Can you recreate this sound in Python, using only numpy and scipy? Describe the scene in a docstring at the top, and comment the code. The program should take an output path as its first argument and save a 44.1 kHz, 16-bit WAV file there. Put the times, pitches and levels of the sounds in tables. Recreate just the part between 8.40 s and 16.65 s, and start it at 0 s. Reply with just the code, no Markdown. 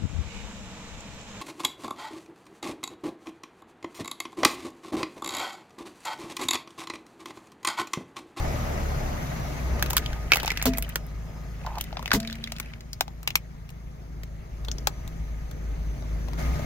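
"""A car engine idles close by, down at asphalt level, then settles as the car creeps over small plastic toys.
Their hollow shells snap, splinter and creak under the tyre, and twice the wheel drops off one with a ringing
thud. The engine, a pulsing exhaust note with rumble, roar and valve clatter, passes from right to left; at the
very end it abruptly grows louder and idles a little faster. Everything reaches the two ports of a microphone on
the ground with small gaps in time and level."""
import sys
import numpy as np
from scipy import signal
from scipy.fft import rfft, irfft
from scipy.io import wavfile
from scipy.ndimage import uniform_filter1d

SR = 44100
rng = np.random.default_rng(int(sys.argv[2]) if len(sys.argv) > 2 else 0)


def transcribe(u):
    """Save the signal u as a 16-bit wav file named by the first command-line argument.

    u: samples, shape (n,) or (channels, n), limited to [-1, 1]; the rate is SR.
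    q: integer samples, one column per channel.
    """
    v = np.clip(np.atleast_2d(u).T, -1, 1)
    q = np.round(v * 32767).astype(np.int16)
    wavfile.write(sys.argv[1], SR, q)


N = 363825
T = np.arange(N) / SR

# Each snap of a toy: start_s, peak_rms_db, ring_hz, low_tilt_db, treble_tilt_db
CRACK_HITS = [(1.395, -31, 1230, 3, -6), (1.425, -14, 1600, -1, 2.5), (1.46, -29.5, 1230, -10, -3),
              (1.502, -25, 1620, 6, 11), (1.506, -20.5, 931, 3, 2), (1.531, -23.5, 1040, 9, 5),
              (1.567, -10.5, 1140, -12, 4.5), (1.572, -19, 3130, -16, 1), (1.579, -18, 1410, -30, 3),
              (1.66, -23.5, 3270, -29, -8), (1.73, -33, 1540, -22, -9), (1.919, -4.5, 2360, 5.5, -9.5),
              (1.934, -9, 2370, 2, -8), (1.945, -22, 2310, 11, 4), (1.957, -18.5, 810, -1, 0),
              (1.97, -19, 2100, 11, 1), (1.999, -24, 1500, 12, -5), (2.031, -24.5, 900, 15, 2),
              (2.047, -23.5, 680, 13, -8), (2.059, -27.5, 5830, 0, 7), (2.077, -17, 878, -7.5, -10.5),
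              (2.103, -20, 2170, -20, -10), (2.117, -24.5, 1910, 10, -4), (2.173, -21.5, 2330, -2, -5.5),
              (2.215, -24.5, 2220, 6, -15), (2.225, -19.5, 2000, 6, 9), (2.256, -14, 602, 12.5, 5),
              (2.264, -22, 1400, 12, -11), (2.335, -27.5, 2220, 7, -6), (2.373, -29, 2180, 9, 8),
              (2.383, -20, 1126, 18, 17.5), (2.424, -24.5, 2500, -19, 10.5), (2.491, -34.5, 707, 1, 16),
              (2.557, -18, 1900, 13.5, 4.5), (2.665, -46, 703, -15, 14), (3.263, -31.5, 970, 3, -11),
              (3.355, -36, 980, 8, -6), (3.383, -30.5, 980, 0, -3), (3.41, -21.5, 3000, 2, 9),
              (3.439, -36, 1220, -26, 3), (3.527, -32.5, 730, 7, -42), (3.569, -25.5, 690, 2.5, -30),
              (3.593, -32.5, 1008, 12, -9), (3.626, -33.5, 1230, 18, 0), (3.658, -24.5, 2500, 4, -5),
              (3.677, -28, 1970, -1, -7), (3.706, -25, 1940, 4, -19), (3.716, -10.5, 1490, -2, -15.5),
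              (3.732, -16.5, 1710, 3, 2), (3.736, -17, 850, -9, 1), (3.746, -23, 2050, 14, -18),
              (3.801, -28.5, 716, -18, -0.5), (3.829, -37, 4520, -3, -5), (3.849, -33, 2170, -6, -12),
              (3.874, -27, 3730, -16, -3), (3.888, -47, 3503, -12, -15), (3.898, -29.5, 1840, -3, -15),
              (3.908, -37, 3690, -13, -2), (3.92, -38, 1580, -5, -25), (3.927, -29.5, 3930, -13, -1.5),
              (3.954, -36, 2360, -16, -3), (4.039, -24.5, 3760, -20, -6), (4.073, -33, 2094, -9, -10),
              (4.12, -27, 674, -9, -3), (4.164, -33, 4210, -14, -7), (4.184, -34, 2120, -9, -1),
              (4.199, -24, 2120, 11, 5), (4.335, -34.5, 2143, -10, -20), (4.407, -39.5, 1880, -31, -5),
              (4.531, -28.5, 5000, -26, 1.5), (4.608, -13.5, 762, 1, 0.5), (4.679, -30, 840, 13, -11.5),
              (4.83, -38, 1370, 2, 6), (4.875, -14.5, 2680, 0.5, -2), (4.904, -25.5, 2547, 1, -6),
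              (4.955, -10, 2330, -1, 1.5), (5.291, -43, 2685, 6, 0), (5.303, -45, 740, 1, 4),
              (5.834, -36.5, 1884, 6, -2), (6.248, -38, 696, -8, -5), (6.284, -27.5, 3390, 21.5, -5),
              (6.315, -24, 5960, -30, -7.5), (6.383, -32.5, 5455, 7, -6), (6.471, -10.5, 867, 8.5, -1.5),
              (6.677, -37, 950, -10, 0), (7.112, -42, 1320, -21, 3), (7.623, -40.5, 685, 13, -20),
              (7.884, -31.5, 677.5, 21.5, -6), (7.933, -37.5, 975, 11, -3), (8.193, -31.5, 648, 24, -9)]
# Tone colour of breaking plastic: freq_hz, gain_db
SHELL_EQ = [(180, -81.5), (300, -9.5), (797, -3), (1280, -2.5), (1540, -2), (1850, -4), (2500, -2),
            (3510, 0), (6650, -2), (9800, -11.5), (12200, -5), (15700, -5.5), (16800, -38)]
# Where the tyre sits in the stereo image: time_s, left_delay_ms, left_over_right_db
TYRE_PAN = [(1.4, 0.073, 0.5), (2.6, 0.08, -1), (3.4, -0.086, 2.5), (4.6, -0.12, 1.5), (5, -0.171, 2.5),
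            (6.3, -0.33, 3.5), (8.25, -0.16, 12)]
def crack(start_s, level_db, ring_hz, low_db, treble_db, tear_ms=1.55):
    """A quick run of tiny breaks shakes the shell, which favours its own damped pitch."""
    t, hz = T[:4096], np.fft.rfftfreq(4096, 1 / SR)
    impulses = rng.laplace(size=4096) * (rng.random(4096) < .3)
    age = np.maximum(t - .001, 0) / (tear_ms / 1000)
    breaks = impulses * age ** 0.61 * np.exp(-1.6 * age ** 0.89)
    tilt_db = read([(500, low_db), (1800, 0.0013), (5000, 0.0036), (9000, treble_db)], hz)
    ring_db = np.clip(12.5 - 0.32 * treble_db, 5, 20)  # duller cracks ring more
    resonance_db = ring_db / (1 + (5 * np.log(hz / ring_hz + 1e-9)) ** 2)
    # Flatten the breaks' own colour so they push all pitches alike.
    ripple_db = 10 * np.log10(uniform_filter1d(abs(rfft(breaks)) ** 2, size=30) / np.sum(breaks ** 2))
    snap = coloured(breaks, read(SHELL_EQ, hz) + tilt_db + resonance_db - ripple_db)
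    peak_rms = np.sqrt(uniform_filter1d(snap ** 2, size=66).max())
    near = ground_bounce(amp(level_db) * ports(snap / peak_rms, *curves(TYRE_PAN, start_s)))
    heard = underside_echo(near)
    add(heard, 0, near)
    return start_s - .0008, heard


def ground_bounce(x):
    """A few early reflections off asphalt and tyre wall, different at each port."""
    taps = rng.standard_normal((2, 64)) * (rng.random((2, 64)) < .12) * amp(-11.5)
    taps[:, 0] = 1  # the direct sound
    taps /= np.linalg.norm(taps, axis=1, keepdims=True)
    return signal.fftconvolve(x, taps, axes=1)[:, :x.shape[1]]


def underside_echo(x, bright_t60_s=.06, low_t60_s=.085, echo_db=-10):
    """Echoes between asphalt and car floor, different for each port and snap; treble dies first."""
    t = T[:4096]
    bright, low = rng.standard_normal((2, 2, 4096))
    low = signal.lfilter(*signal.butter(2, 1500, fs=SR), low)
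    tail = (bright * amp(-60 * t / bright_t60_s) + low * amp(-3 - 60 * t / low_t60_s)) * (t > .0007)
    return signal.fftconvolve(x, amp(echo_db) * tail / np.linalg.norm(tail[0]), axes=1)


# Each thud of the wheel: start_s, gain_db, tyre_air_db, knock_db
WHEEL_DROPS = [(2.256, -23.5, -15.5, -10), (3.738, -24, -6, -2)]
# Ringing modes of rim and tyre: pitch_hz, level_db, t60_s
WHEEL_MODES = [(141.6, -5, 0.19), (208.7, 0, 0.22), (255.8, 4.5, 0.2), (344, -11, 0.12), (424, 0.5, 0.048),
               (610, -11, 0.048), (669, -15, 0.5), (950, -2.5, 0.017)]
def wheel_drop(start_s, gain_db, air_db, knock_db, air_hz=226, air_t60_s=1.47):
    """The wheel falls off a toy: a knock and a shudder ring the rim, tyre and its air; grit sprays."""
    t = T[:SR]
    modes = sum(amp(db - 60 * t / t60) * np.sin(2 * np.pi * hz * t) for hz, db, t60 in WHEEL_MODES)
    air_envelope = amp(air_db - 60 * t / air_t60_s) * (1 - np.exp(-t / 0.014))
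    air = air_envelope * np.sin(2 * np.pi * air_hz * t)
    shudder = np.exp(-(t[:4096] / .0276) ** 2) * (1 - np.exp(-t[:4096] / .0045))
    force = 0.073 * rng.standard_normal(4096) * shudder
    force[0] = amp(knock_db)
    thud = ports(signal.fftconvolve(modes, force)[:SR] + air, lag_ms=0, pan_db=0.99)
    grit_eq = read(SHELL_EQ, np.fft.rfftfreq(4096, 1 / SR))
    grit = np.array([coloured(noise, grit_eq) for noise in rng.standard_normal((2, 4096))])
    add(thud, 0, amp(-0.5) * evened(grit) * shudder)
    return start_s, amp(gain_db) * thud


# Stretches of fine splintering: start_s, length_s, level_db, drift_db_per_s
CRUNCH_SPANS = [(1.392, .3, -46, -1), (1.937, 0.62, -36, -22), (3.226, 1.106, -52.5, 1)]
def crunch(splinters_per_s=250, t60_s=0.016):
    """Dense small splinters while plastic is under load, each a dry burst around its own pitch."""
    envelope = sum(amp(db + drift * (T - start)) * held(T, start, length, edge_s=0.085)
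                   for start, length, db, drift in CRUNCH_SPANS)
    strength = amp(3.5 * np.minimum(rng.exponential(1, N), 4))
    splinters = strength * (rng.random(N) < splinters_per_s / SR)
    pitch_index = rng.integers(0, 16, N)
    out, t = np.zeros((2, N)), T[:1024]
    for k, hz in enumerate(np.geomspace(1500, 3000, 16)):
        burst = rng.standard_normal(1024) * t * amp(-60 * t / t60_s)
        grain = signal.lfilter(*signal.iirpeak(hz, 7, SR), burst)
        pair = ports(np.roll(evened(grain), 20), lag_ms=0.18 * rng.standard_normal(), pan_db=1.0)
        out += signal.oaconvolve((splinters * (pitch_index == k))[None], pair, axes=1)[:, :N]
    return envelope * evened(out)


# The stutters of one short creak: start_s, length_s, level_db
CREAK_SPANS = [(3.25, 0.0063, -40), (3.265, 0.011, -31.5), (3.281, 0.082, -41.5), (3.369, 0.02, -32)]
def creak(ring_hz=865, width_hz=303, slips_per_s=900):
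    """A squeezed toy slips unevenly on the grit, ringing its hollow shell."""
    t = CREAK_SPANS[0][0] - .02 + T[:8192]
    slips = rng.standard_normal(len(t)) * (rng.random(len(t)) < slips_per_s / SR)
    shell = signal.iirpeak(ring_hz, ring_hz / width_hz, SR)
    ring = signal.lfilter(*shell, signal.lfilter(*shell, slips))
    envelope = sum(amp(db) * held(t, start, length, edge_s=0.0032) for start, length, db in CREAK_SPANS)
    return t[0], ports(evened(ring) * envelope, lag_ms=0, pan_db=-1.7)


# Fader moves of the passing engine: time_s, exhaust_db, engine_bay_db
ENGINE_LEVELS = [(0, -33, -43.5), (.6, -33, -45.5), (.9, -39.5, -45.5), (1.4, -29, -47), (1.9, -33, -52),
                 (2.6, -39.5, -57.5), (3.3, -38.5, -57), (3.9, -42, -59.5), (4.4, -46, -62.5),
                 (5.4, -41, -63), (6, -40.5, -62), (6.4, -35, -57.5), (7.1, -35.5, -58), (7.97, -30.5, -54),
                 (7.99, -36, -43), (8.1, -28, -47), (8.25, -35, -47)]
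# Tone colours of the low rumble, midrange roar and bright clatter: freq_hz, gain_db
RUMBLE_EQ = [(12, -25), (20, -2), (43, 4.5), (64, 3), (102, -6.5), (160, -2.5), (182, -20.5), (206, -12),
             (400, -16), (520, -19.5), (880, -120)]
ROAR_EQ = [(180, 2), (300, -4.5), (499, -4), (548, -5), (598, 1), (747, -3), (1080, -8.5), (1220, -7),
           (2000, -22.5), (2600, -41), (4400, -120)]
CLATTER_EQ = [(940, -13), (1600, -2.5), (2140, 0.5), (2410, -5), (3110, -9.5), (5110, -11.5), (5530, -12),
              (5800, -13.5), (6220, -8), (8490, -23.5), (10100, -18), (11300, -19), (14500, -16.5),
              (16000, -25), (16500, -51)]
def engine():
    """Exhaust tones, body rumble, roar, and valve clatter that throbs with the firing."""
    exhaust_db, bay_db = curves(ENGINE_LEVELS, T)
    tones, firings = exhaust(exhaust_db, bay_db)
    rumble = engine_noise(RUMBLE_EQ, exhaust_db - 5, flicker_db=1.7, frame=2048)
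    roar = engine_noise(ROAR_EQ, bay_db + 8 + 2.5 * fast_idle(), flicker_db=1.73, frame=1024)
    throb = evened(1 + 0.19 * np.exp(-(firings % 1) / 0.39))
    clatter = throb * engine_noise(CLATTER_EQ, bay_db, flicker_db=1.6, frame=512)
    return tones + rumble + roar + clatter + whines(bay_db)


# Idle speed: time_s, firing_hz
FIRING_RATE = [(0, 38.6), (.62, 34.4), (.75, 37.7), (.9, 28.2), (1.39, 31.9), (1.8, 28), (2.3, 26.6),
               (3.8, 27.9), (7.97, 26.65), (7.99, 29.2), (8.17, 31), (8.25, 31)]
# Tone colour of the exhaust pipe: freq_hz, gain_db
PIPE_EQ = [(75, -5.5), (108, -2), (134, -2), (160, 2), (190, -18), (230, -9.5), (300, -30)]
def exhaust(exhaust_db, bay_db):
    """Orders of the firing rate, each wavering; uneven cylinders add weak half orders."""
    firing_hz = curves(FIRING_RATE, T)[0]
    firings = np.cumsum(firing_hz * (1 + 0.0031 * wander(1.5))) / SR
    # The firing tone itself comes through only at fast idle; its octave carries the note.
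    main_db = {1: exhaust_db - 36.5 + 34 * fast_idle(), 2: exhaust_db}
    overtone_db = -51 + 0.53 * (bay_db + 62)  # rises about half as much as the engine bay
    out = np.zeros(N)
    for order in np.arange(1, 10.5, .5):
        piped_db = overtone_db + read(PIPE_EQ, order * firing_hz) - 8.7 * (order % 1 > 0)
        gain = amp(main_db.get(order, piped_db) + 2.77 * wander(6.0))
        out += gain * np.sqrt(2) * np.sin(2 * np.pi * (order * firings + rng.random()))
    pair = np.array([out, np.roll(out, 40)]) * amp([[.4], [-.4]])  # the ports hear it a little apart
    return pair, firings


def fast_idle(threshold_hz=31):
    """0 at the settled idle, 1 once the firing rate is 1 Hz over the threshold."""
    return np.clip(curves(FIRING_RATE, T)[0] - threshold_hz, 0, 1)


# The engine's travel from right to left: time_s, left_delay_ms
ENGINE_PAN = [(0, 0.37), (.9, 0.42), (1.5, 0.12), (3, 0.021), (4, -0.29), (5, -0.47), (8.25, -0.46)]
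# Stereo width of the engine noise, mono in the bass: freq_hz, left_right_correlation
ENGINE_COHERENCE = [(60, 1), (130, 1), (250, 1), (500, 0.46), (2000, 0.078), (6000, 0.23), (15000, 0.17)]
def engine_noise(eq, level_db, flicker_db, frame):
    """Shaped noise that flickers in patches, partly shared by the ports and lagged as the car passes."""
    hop = frame // 4
    hz, t = np.fft.rfftfreq(frame, 1 / SR)[:, None], np.arange(N // hop + 5) * hop / SR
    right_re, right_im, own_re, own_im, patches = rng.standard_normal((len(t), len(hz), 5)).T
    patches = evened(uniform_filter1d(uniform_filter1d(patches, size=9, axis=0), size=9, axis=1))
    shared = np.clip(read(ENGINE_COHERENCE, hz), 0, 1)
    delay = np.exp(-2j * np.pi * hz * curves(ENGINE_PAN, t)[0] / 1000)
    right = right_re + 1j * right_im
    left = amp(1.8) * delay * (shared * right + np.sqrt(1 - shared ** 2) * (own_re + 1j * own_im))
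    spectra = np.array([left, right]) * amp(read(eq, hz) + flicker_db * patches)
    noise = signal.istft(spectra, nperseg=frame, noverlap=frame - hop)[1][:, :N]
    return amp(level_db) * noise / np.sqrt(np.mean(noise.mean(0) ** 2))


# A body drone and thin engine whines: pitch_hz, width_hz, over_bay_db, change_from_behind_db
WHINE_BANDS = [(244.7, 41.6, -1.5, 0), (5200, 8, -17, -4), (5852, 10, -22, 6), (5986, 10, -22, 7),
               (6290, 60, -21, 8), (11978, 10, -22, 0), (14070, 10, -24, 1)]
def whines(bay_db):
    """Narrow bands of noise: fuzzy tones that swell and shift in balance once the car has passed."""
    behind = held(T, start_s=6.5, length_s=1.4, edge_s=.3)
    lag_s = np.outer([1, 0], curves(ENGINE_PAN, T)[0]) / 1000
    out = np.zeros((2, N))
    for hz, width_hz, db, behind_db in WHINE_BANDS:
        pole = np.exp(-np.pi * width_hz / SR)
        fuzz = signal.lfilter([1], [1, -pole], rng.standard_normal(N) + 1j * rng.standard_normal(N))
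        band = evened((fuzz * np.exp(2j * np.pi * hz * (T - lag_s))).real)
        out += amp(db + behind_db * behind + 2 * wander(.5)) * band
    return amp(bay_db) * out


def whistle(top_hz=6045, sag_hz=225, level_db=-63.5):
    """A faint whistle near the engine bay; its pitch sags briefly as the load comes on."""
    hz = top_hz - sag_hz * np.exp(-((T - 1.07) / .2) ** 2)
    envelope = amp(level_db + 2 * wander(6.9)) * held(T, start_s=0, length_s=1.5, edge_s=.1)
    return envelope * np.sqrt(2) * np.sin(2 * np.pi * np.cumsum(hz) / SR)


def hum(pitch_hz=134.5, level_db=-41, gone_s=2.2):
    """A low hum of steady pitch that fades as the engine bay moves off."""
    envelope = amp(level_db + 2 * wander(9)) * np.clip(2 - 2 * T / gone_s, 0, 1)
    return envelope * np.sqrt(2) * np.sin(2 * np.pi * pitch_hz * T)


# Fader moves of the thin tone: time_s, level_db
THIN_TONE_LEVELS = [(0, -49.5), (.5, -68), (1.4, -51), (3.2, -70), (5.5, -82), (6.7, -63.5), (7.97, -82),
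                    (7.99, -52.5), (8.25, -52)]
def thin_tone(pitch_hz=1241):
    """A faint sine of steady pitch that comes and goes."""
    envelope = amp(curves(THIN_TONE_LEVELS, T)[0] + 1.88 * wander(2))
    return envelope * np.sqrt(2) * np.sin(2 * np.pi * pitch_hz * T)


def amp(db):
    """Decibels to gain."""
    return 10 ** (np.asarray(db) / 20)


def evened(x):
    """Scales to rms 1."""
    return x / np.sqrt(np.mean(x ** 2) + 1e-20)


def read(points, hz):
    """Reads a spectrum table on a log-frequency axis."""
    table_hz, values = np.transpose(points)
    return np.interp(np.log(hz + 1), np.log(table_hz + 1), values)


def curves(table, t):
    """Each value column of an automation table at the times t."""
    times, *columns = np.transpose(table)
    return [np.interp(t, times, column) for column in columns]


def held(t, start_s, length_s, edge_s):
    """Gain that holds at 1 for a length, with a soft edge before and after."""
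    return np.clip(np.minimum(t - start_s, start_s + length_s - t) / edge_s + 1, 0, 1) ** 2


def wander(cutoff_hz, steps_per_s=40):
    """Slow random drift of rms 1."""
    steps = rng.standard_normal(int(N / SR * steps_per_s) + 2)
    smooth = signal.lfilter([1], [1, -np.exp(-2 * np.pi * cutoff_hz / steps_per_s)], steps)
    return evened(np.interp(T, np.arange(len(steps)) / steps_per_s, smooth))


def coloured(x, db):
    """Minimum-phase EQ with the gain db on the rfft grid of x."""
    log_gain = np.log(amp(np.maximum(db, -100)))
    phase = -signal.hilbert(np.r_[log_gain, log_gain[-2:0:-1]]).imag[:len(db)]
    return irfft(rfft(x) * np.exp(log_gain + 1j * phase))


def ports(x, lag_ms, pan_db):
    """One source at two ports: the left is later by lag_ms and louder by pan_db."""
    half_delay = np.exp(-1j * np.pi * np.fft.rfftfreq(len(x), 1 / SR) * lag_ms / 1000)
    pair = irfft(rfft(x) * np.array([half_delay, 1 / half_delay]), len(x))
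    return amp([[pan_db / 2], [-pan_db / 2]]) * pair


def add(mix, start_s, sound):
    """Mixes in a two-channel sound."""
    part = mix[:, round(start_s * SR):][:, :sound.shape[1]]
    part += sound[:, :part.shape[1]]


def scene():
    """Breaking toys and wheel thuds over the bed of the engine."""
    mix = engine() + whistle() + thin_tone() + hum() + crunch()
    for hit in CRACK_HITS:
        add(mix, *crack(*hit))
    for drop in WHEEL_DROPS:
        add(mix, *wheel_drop(*drop))
    add(mix, *creak())
    return mix


def record(dry, ceiling=.93, cutoff_hz=16900):
    """The input stage rounds off the highest peaks, then a low-pass trims the top."""
    rounded = dry / (1 + (dry / ceiling) ** 4) ** .25
    lowpass = signal.firwin(511, cutoff_hz, window=("kaiser", 9), fs=SR)
    return signal.oaconvolve(rounded, lowpass[None], "same")


dry = scene()
out = record(dry)
transcribe(out)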